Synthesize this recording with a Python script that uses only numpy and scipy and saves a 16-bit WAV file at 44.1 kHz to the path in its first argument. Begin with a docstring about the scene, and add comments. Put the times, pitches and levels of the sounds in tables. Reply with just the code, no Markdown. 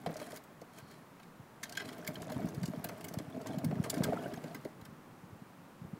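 """Hard wheels of a hollow plastic ride-on toy drum on wet tarmac as a child pushes it into a shallow puddle.
Random grains drive everything that rolls: they ring resonances of body, air and panels, and crunch as wet grit.
Loose axles clack and the shell knocks, as flurries of contacts and decaying modes; the puddle is rising bubbles.
Light wind bumps the microphone as low swings; far traffic and a faint bird are filtered noise."""
import sys
import numpy as np
from scipy import signal
from scipy.fft import rfft, irfft, next_fast_len
from scipy.io import wavfile

SR = 44100
rng = np.random.default_rng(int(sys.argv[2]) if len(sys.argv) > 2 else 0)


def file_out(sig):
    """Save sig as 16-bit WAV at sys.argv[1]."""
    # one column per channel
    cols = np.atleast_2d(sig).T
    # limit, then scale
    lim = np.clip(cols, -1, 1)
    pcm = np.round(lim * 32767).astype(np.int16)
    wavfile.write(sys.argv[1], SR, pcm)


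N = 264159
T = np.arange(N) / SR

# plastic shell resonances: [centre_hz, width_hz, level_db]
BODY_MODES = [(300, 330, -10), (408.7, 39.5, 5), (469, 43, -2), (610, 28.4, 2.5), (676, 63, -0.5),
              (914, 86, -9.5), (1153, 530, -18.5), (1240, 110, -19), (1623, 32, -14.5), (1660, 690, -17),
              (2243, 25, -13)]
# resonances of the air inside: [centre_hz, width_hz, level_db]
CAVITY_MODES = [(163, 27.7, 2.8), (254, 28, 6.5), (307.3, 26, 1.9)]
# panel resonances: [centre_hz, width_hz, level_db]
PANEL_MODES = [(1110, 260, -15), (1580, 36, 7), (1770, 55, -1.5), (2010, 90, -1.5), (2220, 90, -2),
               (2560, 110, -6), (2921, 45, -7), (3220, 170, -2), (3700, 70, -9), (4040, 150, -4),
               (4680, 100, -11), (5140, 60, -5), (7000, 70, -15)]
# grit spectrum, relative: [freq_hz, density_db]
GRIT_SPECTRUM = [(600, -40), (1500, 27.5), (2500, -18.5), (4000, 7), (7000, 10), (10000, 11.5), (16000, -1)]
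# stiff wall at the moment of a blow, relative spectrum: [freq_hz, density_db]
CRACK_SPECTRUM = [(450, -18.5), (900, 6), (1500, 2), (2200, -2.5), (3200, -16), (8000, -29)]
# water stirred in the puddle: [time_s, level_db]
WADING_CURVE = [(2.4, -65), (3.0, -65.5), (3.6, -67.5), (4.0, -59), (4.11, -56), (4.2, -54.5), (4.28, -60),
                (4.45, -60.5), (4.7, -63.5)]
# breeze strength: [time_s, level_db]
BREEZE_CURVE = [(0.0, -68), (0.57, -67.5), (1.5, -73), (1.75, -53.5), (1.95, -55.5), (2.42, -43.5),
                (2.78, -50.5), (3.17, -52.5), (3.69, -43), (3.9, -48.5), (4.06, -38), (4.15, -45),
                (4.65, -56), (5.15, -61), (5.37, -58), (5.68, -64.5), (5.84, -55), (5.99, -53)]


def from_db(db):
    """Decibels to amplitude gain."""
    return 10 ** (np.asarray(db) / 20)


def rms_one(x):
    """Scale to an rms of one."""
    return x / np.sqrt(np.mean(x ** 2) + 1e-20)


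def level(rows):
    """A (time_s, level_db) curve as a gain in time, fading out beyond its ends."""
    rows = np.array(rows)
    outside_s = np.maximum(rows[0, 0] - T, 0) + np.maximum(T - rows[-1, 0], 0)
    return from_db(np.interp(T, rows[:, 0], rows[:, 1])) * np.exp(-outside_s / 0.027)


def drift(rate_hz):
    """Random values joined by straight lines; rms 1."""
    knots = rng.standard_normal(4096)
    return rms_one(np.interp(T * rate_hz, np.arange(len(knots)), knots))


def clumping(rate_hz, depth_db):
    """A quickly wandering gain with bounded swings; rms 1."""
    return rms_one(from_db(depth_db * np.clip(drift(rate_hz), -2, 1.5)))


def grains(per_s, spread_db):
    """Tiny contacts at random moments, of very uneven size; rms 1."""
    sizes = from_db(spread_db * np.minimum(rng.exponential(1, N), 4)) * rng.choice([-1, 1], N)
    return rms_one(sizes * (rng.random(N) < per_s / SR))


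def moments(per_s, count=200):
    """Irregular times that follow a changing rate."""
    due = np.cumsum(per_s * np.ones(N)) / SR
    turns = np.arange(count) + rng.random(count)
    return np.interp(turns[turns < due[-1]], due, T)


def colour(x, spectrum):
    """Causal minimum-phase filter with the given spectrum; white noise keeps its power."""
    hz, db = np.transpose(spectrum)
    size = 2 * next_fast_len(N // 2 + 4096)
    bins_hz = np.arange(size // 2 + 1) * SR / size
    gain = rms_one(from_db(np.interp(np.log(bins_hz + 1), np.log(hz), db)))
    # fold the cepstrum to its causal half
    cepstrum = irfft(np.log(gain))
    cepstrum[1:size // 2] *= 2
    cepstrum[size // 2 + 1:] = 0
    return irfft(rfft(x, size) * np.exp(rfft(cepstrum)))[:N]


def band(x, hz, width_hz):
    """One two-pole resonance, gain one at its top."""
    r = np.exp(-np.pi * width_hz / SR)
    feedback = [1, -2 * r * np.cos(2 * np.pi * hz / SR), r * r]
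    return signal.lfilter(np.array([1, 0, -1]) * (1 - r * r) / 2, feedback, x + 1e-18)


def resonate(x, modes, vary_db):
    """Parallel resonances whose shares shift with the point of contact; white noise keeps its power."""
    out = np.zeros(N)
    for k, (hz, width_hz, db) in enumerate(modes):
        share = from_db(db + vary_db * drift(25))
        out += band(x * share, hz, width_hz) * (-1) ** k
    power = sum(from_db(db) ** 2 * np.pi * width_hz / SR for hz, width_hz, db in modes)
    return out / np.sqrt(power)


def soften(x, hz, kind):
    """A gentle second-order low-pass or high-pass."""
    return signal.sosfilt(signal.butter(2, hz, kind, fs=SR, output="sos"), x + 1e-18)


def add(out, start_s, sound):
    """Mix a sound in at its start time."""
    start = int(np.clip(start_s * SR, 0, N - 1))
    out[start:start + len(sound)] += sound[:N - start]


def chatter(contacts, start_s, decay_s, rise_s, hardest):
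    """Hard parts bounce in a dying flurry; the hardest contact takes a share of the energy."""
    t = T[:SR // 10]
    envelope = (1 - np.exp(-t / rise_s)) * np.exp(-t / decay_s)
    excerpt = np.roll(contacts, -int(start_s * SR))[:len(t)]
    flurry = np.sqrt(1 - hardest) * rms_one(excerpt * envelope)
    flurry[int(2 * rise_s * SR)] += np.sqrt(hardest * len(t))
    return flurry * np.sqrt(np.mean(envelope ** 2))


def speed():
    """Wheel speed as the gain of the drumming: a shove, then a long push."""
    # drumming in the shove: [time_s, level_db]
    shove = [(0.0, -58.5), (0.055, -63.5), (0.08, -56), (0.202, -56), (0.38, -61)]
    # drumming in the long push: [time_s, level_db]
    long_push = [(1.65, -59), (1.95, -56), (2.29, -53.5), (2.39, -52), (2.65, -57), (3.14, -57.5),
                 (3.54, -52.5), (3.77, -55), (4.06, -47.5), (4.2, -48.5), (4.32, -50), (4.42, -61),
                 (4.49, -51.5), (4.6, -64.5)]
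    return level(shove) + level(long_push)


def bare_ground():
    """Gain of the grit: deeper water cushions the tread and hushes it."""
    puddle_s, cushion_db = 3.1, -8
    return from_db(np.interp(T, [puddle_s, puddle_s + 0.11], [0, cushion_db]))


def rolling(body_db=1.5, boom_db=0.5, tread_db=-2, panel_db=-9, crunch_db=-9, crunch_s=0.0022):
    """Stones drum on the hollow body, each with a small crunch; grit crackles and shakes the panels."""
    grit_db, grit_follows = -45.5, 0.68  # grit follows the drumming to this power
    drumming = speed()
    stones = drumming * grains(per_s=700, spread_db=4.5) * clumping(rate_hz=50, depth_db=2.5)
    grit_gain = from_db(grit_db) * drumming ** grit_follows * bare_ground()
    grit = grit_gain * grains(per_s=3500, spread_db=2.5) * clumping(rate_hz=80, depth_db=5)
    # each stone opens a short burst of crunch
    keep = np.exp(-1 / (crunch_s * SR))
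    crushing = np.sqrt(signal.lfilter([1 - keep], [1, -keep], stones ** 2 + 1e-18))
    crunch = colour(crushing * bare_ground() * grains(per_s=2500, spread_db=3), CRACK_SPECTRUM)
    body = from_db(body_db) * resonate(stones, BODY_MODES, vary_db=2.0)
    boom = from_db(boom_db) * resonate(stones, CAVITY_MODES, vary_db=4.0)
    tread = from_db(tread_db) * colour(grit, GRIT_SPECTRUM) + from_db(crunch_db) * crunch
    return body + boom + tread + from_db(panel_db) * resonate(grit, PANEL_MODES, vary_db=-2.5)


def skidding():
    """Each skid bites quickly, holds and dies away; returns gains for grit and for shaken panels."""
    # wheels skid sideways as the toy is steered: [start_s, length_s, grit_level_db, panel_relative_db]
    skids = [(0.189, 0.17, -57, -4.5), (0.731, 0.061, -61.5, -2), (0.873, 0.11, -67.5, -2),
             (1.628, 0.15, -74, 3), (1.781, 0.028, -56, 9.5), (1.844, 0.093, -63, 1),
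             (3.466, 0.078, -63, -2), (3.835, 0.012, -49, -8)]
    attack_s, release_s = 0.0047, 0.019
    grit, panels = np.zeros(N), np.zeros(N)
    for start_s, length_s, db, panel_db in skids:
        attack = np.clip((T - start_s) / attack_s, 0, 1)
        release = np.exp(-np.maximum(T - start_s - length_s, 0) / release_s)
        bite = from_db(db) * attack * release
        grit += bite
        panels += from_db(panel_db) * bite
    return grit, panels


def scraping(grit_db=-2, body_db=1, crack_db=-5):
    """A skidding tread sticks and slips over stones in ragged bursts that shake panels and body."""
    skids, skid_panels = skidding()
    slips = grains(per_s=3500, spread_db=2.5) * clumping(rate_hz=170, depth_db=3)
    scrape = slips * skids
    body = from_db(body_db) * resonate(scrape, BODY_MODES, vary_db=1.0)
    crack = from_db(crack_db) * colour(scrape, CRACK_SPECTRUM)
    grit = from_db(grit_db) * colour(scrape, GRIT_SPECTRUM)
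    return body + crack + grit + resonate(slips * skid_panels, PANEL_MODES, vary_db=2.5)


def wheel_hum(hum_db=-2.5, hum_hz=655, width_hz=36, detune_ratio=0.053, count=3):
    """Hollow wheels ring as they turn, a little apart in pitch, each swelling by chance."""
    rings = np.zeros(N)
    for k in np.linspace(-1, 1, count):
        ring = band(grains(per_s=700, spread_db=3.5), hum_hz * (1 + detune_ratio * k), width_hz)
        rings += ring * clumping(rate_hz=14, depth_db=2.5)
    return from_db(hum_db) * speed() * rms_one(rings)


def crackle(crackle_db=-12, lowest_hz=800, highest_hz=5500, cycles=8.4, slope_db_per_octave=-3.0, count=16):
    """Single bits of grit snap under the tread, spread over a ladder of pitches."""
    snaps = np.zeros(N)
    for hz in np.geomspace(lowest_hz, highest_hz, count):
        ringing = band(grains(per_s=45, spread_db=3.5), hz, hz / (np.pi * cycles))
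        snaps += from_db(slope_db_per_octave * np.log2(hz / lowest_hz)) * rms_one(ringing)
    return from_db(crackle_db) * speed() * rms_one(snaps)


def wet_tread(fizz_db=-12, lowest_hz=2400, highest_hz=13000, slope_db_per_octave=1.0, spray_db=-5, count=14):
    """The water film tears off the tread in tiny pitched snaps; in the puddle the wheels throw fine spray."""
    # water thrown off the treads, relative spectrum: [freq_hz, density_db]
    spray_spectrum = [(600, -6), (1300, 6), (2500, -4), (5000, -9.5), (9000, -10), (16000, -12.5)]
    snaps = np.zeros(N)
    for hz in np.geomspace(lowest_hz, highest_hz, count):
        ringing = band(grains(per_s=70, spread_db=4), hz, hz / 12)
        snaps += from_db(slope_db_per_octave * np.log2(hz / lowest_hz)) * rms_one(ringing)
    spray = colour(grains(per_s=5000, spread_db=2.5) * clumping(rate_hz=60, depth_db=2), spray_spectrum)
    fizz = from_db(fizz_db) * speed() * bare_ground() * rms_one(snaps)
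    return fizz + from_db(spray_db) * level(WADING_CURVE) * spray


def rattles(count=200):
    """Light clacks shaken out by chance, more often at speed, in the columns of the clack table."""
    full_speed_per_s = 26
    mean_db = np.array([-51.5, -10, -2.5])  # strength, panel ring, treble
    spread_db = np.array([3, 4, 3])
    pace = np.sqrt(speed() / speed().max()) * bare_ground() ** 2
    kinds = mean_db + spread_db * rng.standard_normal(size=(count, 3))
    return [(s, *kind) for s, kind in zip(moments(full_speed_per_s * pace), kinds)]


def clacks(tick_db=-9, treble_db=9, split_hz=11500, small_db=1, settle_db=-19, settle_s=0.014):
    """Loose plastic parts chatter and settle: a bright tick, small modes of their own, and panel ring."""
    # loose wheels and axles clacking: [start_s, level_db, panel_relative_db, treble_relative_db]
    clack_events = [(0.0601, -33, -4, -26), (0.166, -34, -27, -26), (0.139, -37.5, -12, -18),
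                    (0.197, -36.5, -8, -14), (0.225, -42, -3, -18), (0.317, -37, -9.5, -16),
                    (0.359, -34, -14, -9), (0.37, -37.5, -12, -6), (0.6136, -43, -14, -25),
                    (0.783, -42, -7, -2), (0.911, -46.5, -7, -7), (1.196, -48, -4.5, -21),
                    (1.229, -47, -5, -26), (1.629, -27, -6, -28), (1.635, -25.5, -13, -28),
                    (1.653, -51, 7, -22), (1.693, -31.5, -18, -20), (1.722, -30.5, -10, -20),
                    (1.75, -36.5, -3, -24), (1.7707, -24, -3.5, -39), (1.8, -42, 2, -25),
                    (1.855, -39, -10, -20), (1.887, -34.5, -2, -30), (1.928, -37.5, -8, -20),
                    (1.978, -52, -8, -24), (2.045, -41, -4, -12), (2.066, -41, 0, -20),
                    (2.0745, -24.5, -12, -3.5), (2.154, -42.5, 0.5, -22), (2.2184, -31.5, -14, -18),
                    (2.297, -38.5, -9, -10), (2.3182, -35.5, -8.5, -7), (2.341, -45, -2, -20),
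                    (2.419, -64, 1, -20), (2.485, -36.5, -17, -9), (2.545, -39.5, -13, -14),
                    (2.63, -30, -9, -25), (2.655, -28, -27, -18), (2.677, -36, -16, -14),
                    (2.8415, -25.5, -6.5, -1.5), (2.887, -32, -7.5, -10), (3.008, -36, -12, -11),
                    (3.042, -31.5, -10.5, -2), (3.0827, -32, -10.5, -7), (3.137, -32.5, -24, -6),
                    (3.185, -29.5, -13.5, -26), (3.413, -38.5, -22, -14), (3.459, -43, -6, -22),
                    (3.468, -30.5, -12.5, -27), (3.583, -35, -9.5, -9), (3.6437, -27.5, -14.5, -8),
                    (3.709, -59, -1, -24), (3.826, -42, -21, -21), (3.84, -41, 0, -24),
                    (3.8972, -19, -24, -12), (3.903, -29, -33, -15), (3.94, -28, -9, -14),
                    (3.978, -34, -10, -14), (4.0344, -19, -17, -23), (4.039, -28, -5.5, -3),
                    (4.336, -35.5, -9, -12), (4.371, -45.5, -4, -20), (4.438, -40.5, -7, -11),
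                    (4.479, -47, -6, -20), (4.545, -35, -5, -5), (4.562, -46, -8, -20),
                    (4.647, -40, -8.5, -15), (4.811, -46, -5, -7), (4.85, -39.5, -7, -8)]
    # tick spectrum, relative: [freq_hz, density_db]
    tick_spectrum = [(500, -18), (1000, 2), (1500, 0), (2500, 4.5), (3300, 0), (5000, 6.5), (7000, 6),
                     (9500, 3.5), (12500, 6.5), (16000, 4.5)]
    rise_s, decay_s, hardest = 0.0018, 0.0048, 0.25  # hardest: largest energy share of one contact
    small_hz, small_octaves, small_width_hz = 2682, 1.9, 190  # lowest small mode, range above it
    contacts = grains(per_s=7000, spread_db=3.0)
    ticks, treble, blows = np.zeros(N), np.zeros(N), np.zeros(N)
    chances = rng.random(size=(250, 10))
    for (s, db, panel_db, bright_db), (firmness, *sizes) in zip(clack_events + rattles(), chances):
        hit = chatter(contacts, s, decay_s, rise_s, hardest * firmness)
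        settling = chatter(contacts[::-1], s, settle_s, rise_s, hardest=0)
        flurry = from_db(db) * (hit + from_db(settle_db) * settling)
        small = sum(band(flurry, small_hz * 2 ** (small_octaves * size), small_width_hz) for size in sizes)
        tick = flurry + from_db(small_db) * small
        add(ticks, s, tick)
        add(treble, s, from_db(bright_db + treble_db) * tick)  # harder contacts reach higher
        add(blows, s, from_db(panel_db) * flurry)
    low = signal.butter(3, split_hz, "low", fs=SR, output="sos")
    high = signal.butter(3, split_hz, "high", fs=SR, output="sos")
    ticking = colour(signal.sosfilt(low, ticks) + signal.sosfilt(high, treble), tick_spectrum)
    return from_db(tick_db) * ticking + resonate(blows, PANEL_MODES, vary_db=-2.5)


def pings(decay_s=0.0048):
    """One panel struck squarely rings on its own as a decaying sine."""
    # struck panels: [start_s, level_db, pitch_hz]
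    ping_events = [(1.637, -43, 2030), (1.774, -28.5, 1604), (1.807, -35, 1620), (2.026, -45, 1540),
                   (2.077, -33.5, 2190), (3.901, -33, 7150), (3.902, -30, 9900)]
    out, t = np.zeros(N), T[:SR // 10]
    for start_s, db, hz in ping_events:
        add(out, start_s, from_db(db) * np.sin(2 * np.pi * hz * t) * np.exp(-t / decay_s))
    return out


def knocks(body_db=-6, boom_db=-2, mode_db=2, mode_rise_s=0.0016, mode_decay_s=0.0042, soft_hz=1000):
    """Jolts crack on the wall and ring body and inner air; the leading mode depends on where the blow lands."""
    # hollow body jolted: [start_s, level_db, boom_relative_db, leading_mode_hz, crack_relative_db, bounce_decay_s]
    knock_events = [(0.0615, -23.5, -10, 677, -16, 0.0063), (0.07, -35, 9, 428, -24, 0.0056),
                    (0.09, -35, -1.5, 610, -15, 0.012), (0.103, -43, -6, 680, -16, 0.004),
                    (0.157, -34.5, -18, 620, -10, 0.0038), (0.199, -43.5, -4, 690, -13, .008),
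                    (0.215, -31, -14, 600, -15, 0.01), (0.277, -46, -8, 690, -4, 0.008),
                    (0.329, -37, -11, 632, -31, 0.01), (0.617, -38, -3, 490, -16, 0.0065),
                    (1.819, -39, -12, 680, -8, .011), (1.89, -52, -3.5, 710, 8, 0.006),
                    (1.993, -43, 1, 554, -13, 0.0085), (2.085, -35.5, 1, 586, -13, 0.015),
                    (2.203, -36.5, -14, 690, -19, 0.0098), (2.272, -38, -5, 564, -27, 0.0052),
                    (2.301, -35, -6, 770, -10, .007), (2.318, -37, -3, 637, -17, .008),
                    (2.362, -39.5, 3, 625, -7, .008), (2.396, -33, -9, 690, -20, 0.0068),
                    (2.418, -39, 5, 590, -10, 0.0099), (2.445, -40.5, -7, 610, -12, .005),
                    (2.633, -44, -4, 666, -3, 0.0074), (2.735, -32, -1, 614, -12, .006),
                    (2.794, -43.5, -8, 704, -6.5, 0.0077), (2.845, -32, -18, 686, -19, 0.01),
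                    (2.893, -37, -9, 654, -9, 0.02), (2.922, -36.5, -7, 654, -21, 0.0061),
                    (3.039, -49, -1, 600, -14, 0.0068), (3.11, -43.5, -18, 650, -17, 0.0065),
                    (3.142, -33, -15, 640, -12, 0.0053), (3.187, -37.5, -4, 650, -18, 0.0064),
                    (3.199, -38.5, 0.5, 636, -14, .011), (3.366, -33.5, -10, 660, -23, 0.0066),
                    (3.402, -37.5, -9, 650, -15, .008), (3.459, -34, -13, 650, -8, 0.012),
                    (3.497, -35, 0, 630, -17, 0.013), (3.542, -31.5, -3, 640, -23, 0.0062),
                    (3.584, -37, 0, 660, -17, 0.0053), (3.638, -35, 3, 624, -12, .008),
                    (3.711, -30.5, -12, 590, -11.5, 0.0078), (3.725, -32, -5, 710, -29, 0.0039),
                    (3.78, -45, -2, 640, -13, 0.0043), (3.843, -36, -6, 670, -6, 0.011),
                    (3.861, -32, -9, 607, -16, 0.008), (3.93, -30.5, -9, 627, -15.5, 0.014),
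                    (3.968, -35.5, 6.5, 600, -13.5, 0.022), (4.005, -26.5, -22, 520, -23, 0.0074),
                    (4.021, -38.5, 3, 700, -6, 0.015), (4.046, -35, 3, 550, -10, 0.012),
                    (4.067, -36, 5.5, 596, -23, 0.0056), (4.085, -24, -10, 617, -23, 0.0022),
                    (4.123, -24, -16, 688, -26, 0.0029), (4.131, -24.5, -19, 537, -15, 0.0071),
                    (4.19, -34.5, -7, 487, -23, 0.0064), (4.258, -30, -22, 574, -26, 0.0055),
                    (4.34, -41, -7, 644, -8, .007), (4.374, -35.5, 1, 720, -17, 0.0058),
                    (4.441, -35, -1.5, 620, -16, 0.014), (4.547, -40.5, 1, 473, -8, 0.0062),
                    (4.652, -31, -5, 530, -17, 0.0063)]
    rise_s, hardest = 0.0006, 0.2  # hardest: energy share of one contact
    contacts = grains(per_s=1800, spread_db=2.5)
    jolts, booms, cracks, leading = np.zeros(N), np.zeros(N), np.zeros(N), np.zeros(N)
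    t = T[:SR // 10]
    mode_envelope = (1 - np.exp(-t / mode_rise_s)) * np.exp(-t / mode_decay_s)
    for s, db, cavity_db, hz, wall_db, decay_s in knock_events:
        flurry = from_db(db) * chatter(contacts, s, decay_s, rise_s, hardest)
        add(jolts, s, flurry)
        add(booms, s, from_db(cavity_db) * flurry)
        add(cracks, s, from_db(wall_db) * flurry)
        add(leading, s, from_db(db + mode_db) * np.sin(2 * np.pi * hz * t) * mode_envelope)
    body = from_db(body_db) * resonate(soften(jolts, soft_hz, "low"), BODY_MODES, vary_db=4.0)
    boom = from_db(boom_db) * resonate(booms, CAVITY_MODES, vary_db=3.5)
    return leading + body + colour(cracks, CRACK_SPECTRUM) + boom


def bubble(hz, cycles, climb_per_s=2.7):
    """A trapped air bubble swells, rings for a few cycles and rises in pitch."""
    t = T[:SR // 15]
    ring = np.sin(2 * np.pi * hz * t * (1 + climb_per_s * t))  # pitch climbs at twice this rate
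    return ring * (1 - np.exp(-t * hz / 2)) * np.exp(-t * hz / cycles)


def puddle(count=700, lowest_hz=560, octaves=2.8, spread_db=18, fading=0.95, plop_db=3):
    """The wheels stir up many short-lived bubbles and a few clear plops."""
    # water plopping under the wheels: [start_s, level_db, pitch_hz, ring_cycles]
    plop_events = [(3.325, -55, 3370, 14), (3.511, -53, 3400, 12), (4.053, -40.5, 1224, 7.6),
                   (4.152, -43, 880, 6.9), (4.173, -31.5, 1310, 4.5), (4.191, -53, 3180, 14),
                   (4.212, -47, 1450, 7.1), (4.242, -49, 2850, 17), (4.259, -42, 1510, 9.8),
                   (4.316, -53, 2910, 11), (4.341, -49, 1620, 7.9), (4.361, -51.5, 6360, 22)]
    small, plops = np.zeros(N), np.zeros(N)
    for when, pitch, size in rng.random((count, 3)):
        hz = lowest_hz * 2 ** (octaves * pitch)
        gain = from_db(spread_db * size) * (lowest_hz / hz) ** fading  # small bubbles are fainter
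        add(small, when * T[-1], gain * bubble(hz, cycles=7))
    for start_s, db, hz, cycles in plop_events:
        add(plops, start_s, from_db(db + plop_db) * bubble(hz, cycles))
    return level(WADING_CURVE) * rms_one(small) + plops


def court(x, scatter_db=-17, t60_s=1.0, dull_hz=5000):
    """Dull echoes from the walls and a thin decaying scatter from fences and ground."""
    # echoes round the court: [delay_s, level_db]
    wall_echoes = [(0.046, -35), (.083, -36), (0.13, -34.5)]
    t = T[:SR // 2]
    scatter = rms_one(rng.standard_normal(len(t)) * from_db(-60 * t / t60_s))
    response = from_db(scatter_db) * scatter / np.sqrt(len(t))
    for delay_s, db in wall_echoes:
        response[int(delay_s * SR)] += from_db(db)
    b, a = signal.butter(1, dull_hz, fs=SR)
    return signal.lfilter(b, a, signal.fftconvolve(x, response)[:N])


def eddies(count=200):
    """Small bumps come by chance with the gusts, as strong as the breeze, in the columns of the bump table."""
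    strongest_per_s, above_breeze_db, length_s = 22, 13.5, 0.0079
    pitches_hz = 180 * 2 ** (0.35 * rng.uniform(-0.45, 1, count))
    gust = level(BREEZE_CURVE) / level(BREEZE_CURVE).max()
    times_s = moments(strongest_per_s * gust)
    levels_db = above_breeze_db + np.interp(times_s, *np.transpose(BREEZE_CURVE))
    return [(s, db, hz, length_s) for s, db, hz in zip(times_s, levels_db, pitches_hz)]


def wind(breeze_db=-2, bump_db=-1, lumpy_db=2.5, slowing=0.78, low_cut_hz=62):
    """A lumpy low flutter; each larger eddy gives a few swings of pressure that slow as it passes."""
    # strongest wind bumps on the microphone: [start_s, level_db, pitch_at_peak_hz, length_s]
    bump_events = [(0.82, -47, 141, 0.019), (1.392, -41.5, 139, 0.022), (2.356, -31, 142, 0.019),
                   (2.442, -24, 238, 0.01), (2.462, -29.5, 174, 0.0068), (2.574, -28.5, 157, 0.013),
                   (2.612, -32, 155, 0.027), (2.627, -27, 170, 0.026), (2.683, -26.5, 220, 0.0078),
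                   (2.694, -33, 196, 0.02), (2.771, -31.5, 177, 0.016), (3.169, -26, 158, 0.014),
                   (3.569, -29, 199, 0.018), (3.641, -31, 194, 0.019), (3.655, -23.5, 171, 0.023),
                   (3.681, -30, 173, 0.023), (3.723, -25.5, 198, 0.018), (3.763, -29, 179, 0.016),
                   (3.796, -19.5, 173, .013), (3.871, -44, 160, 0.014), (4.002, -20, 190, 0.013),
                   (4.085, -39, 259, 0.0076), (4.821, -37, 160, 0.0079), (4.885, -42, 158, 0.011),
                   (5.231, -42, 149, 0.02), (5.323, -39.5, 138, 0.016), (5.415, -39.5, 201, 0.014),
                   (5.813, -37.5, 161, 0.015), (5.842, -39.5, 132, 0.016), (5.929, -32.5, 177, 0.016)]
    # flutter spectrum, relative: [freq_hz, density_db]
    wind_spectrum = [(20, -31), (40, -60), (65, -49), (100, -9), (160, -5), (240, -12.5), (340, -12),
                     (600, -25.5), (1500, -77)]
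    flutter = colour(rng.standard_normal(N), wind_spectrum) * from_db(lumpy_db * drift(35))
    out = from_db(breeze_db) * level(BREEZE_CURVE) * rms_one(flutter)
    for (s, db, hz, length_s), phase in zip(bump_events + eddies(), rng.random(size=250)):
        age = T[:SR // 10] / length_s
        turns = phase + np.cumsum(hz * np.exp(-slowing * (age - .5))) / SR
        swell = (2 * age) ** 2 * np.exp(1 - (2 * age) ** 2)  # peaks at half the length
        add(out, s, from_db(db + bump_db) * swell * np.sin(2 * np.pi * turns))
    return soften(out, low_cut_hz, "high")


def surroundings(traffic_db=-56.5, bird_hz=4300, bird_width_hz=380):
    """Far traffic as shaped noise, and a thin bird trill blurred by distance into narrow-band noise."""
    # traffic spectrum, relative: [freq_hz, density_db]
    traffic_spectrum = [(20, -13.5), (35, -50), (55, -18), (80, -12.5), (160, 1), (260, -2), (350, -7),
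                        (550, -9), (1150, -9.5), (2100, -19), (3400, -26), (5000, -29.5), (10000, -32),
                        (16000, -32.5)]
    # bird: [time_s, level_db]
    bird_curve = [(.70, -87), (.76, -76), (.95, -70), (1.0, -100), (4.4, -100), (4.48, -76), (4.64, -78),
                  (4.7, -100)]
    trill = rms_one(band(rng.standard_normal(N), bird_hz, bird_width_hz))
    traffic = from_db(traffic_db) * colour(rng.standard_normal(N), traffic_spectrum)
    return traffic + level(bird_curve) * trill


def scene():
    """The toy on the open court, with wind and background."""
    toy = rolling() + scraping() + wheel_hum() + crackle() + wet_tread()
    toy = toy + clacks() + pings() + knocks() + puddle()
    return (toy + court(toy) + wind() + surroundings())[None]


def record(dry):
    """The top is cut steeply by an elliptic low-pass."""
    cutoff_hz = 15750
    return signal.sosfilt(signal.ellip(12, .1, 80, cutoff_hz, fs=SR, output="sos"), dry)


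dry = scene()
out = record(dry)
file_out(out)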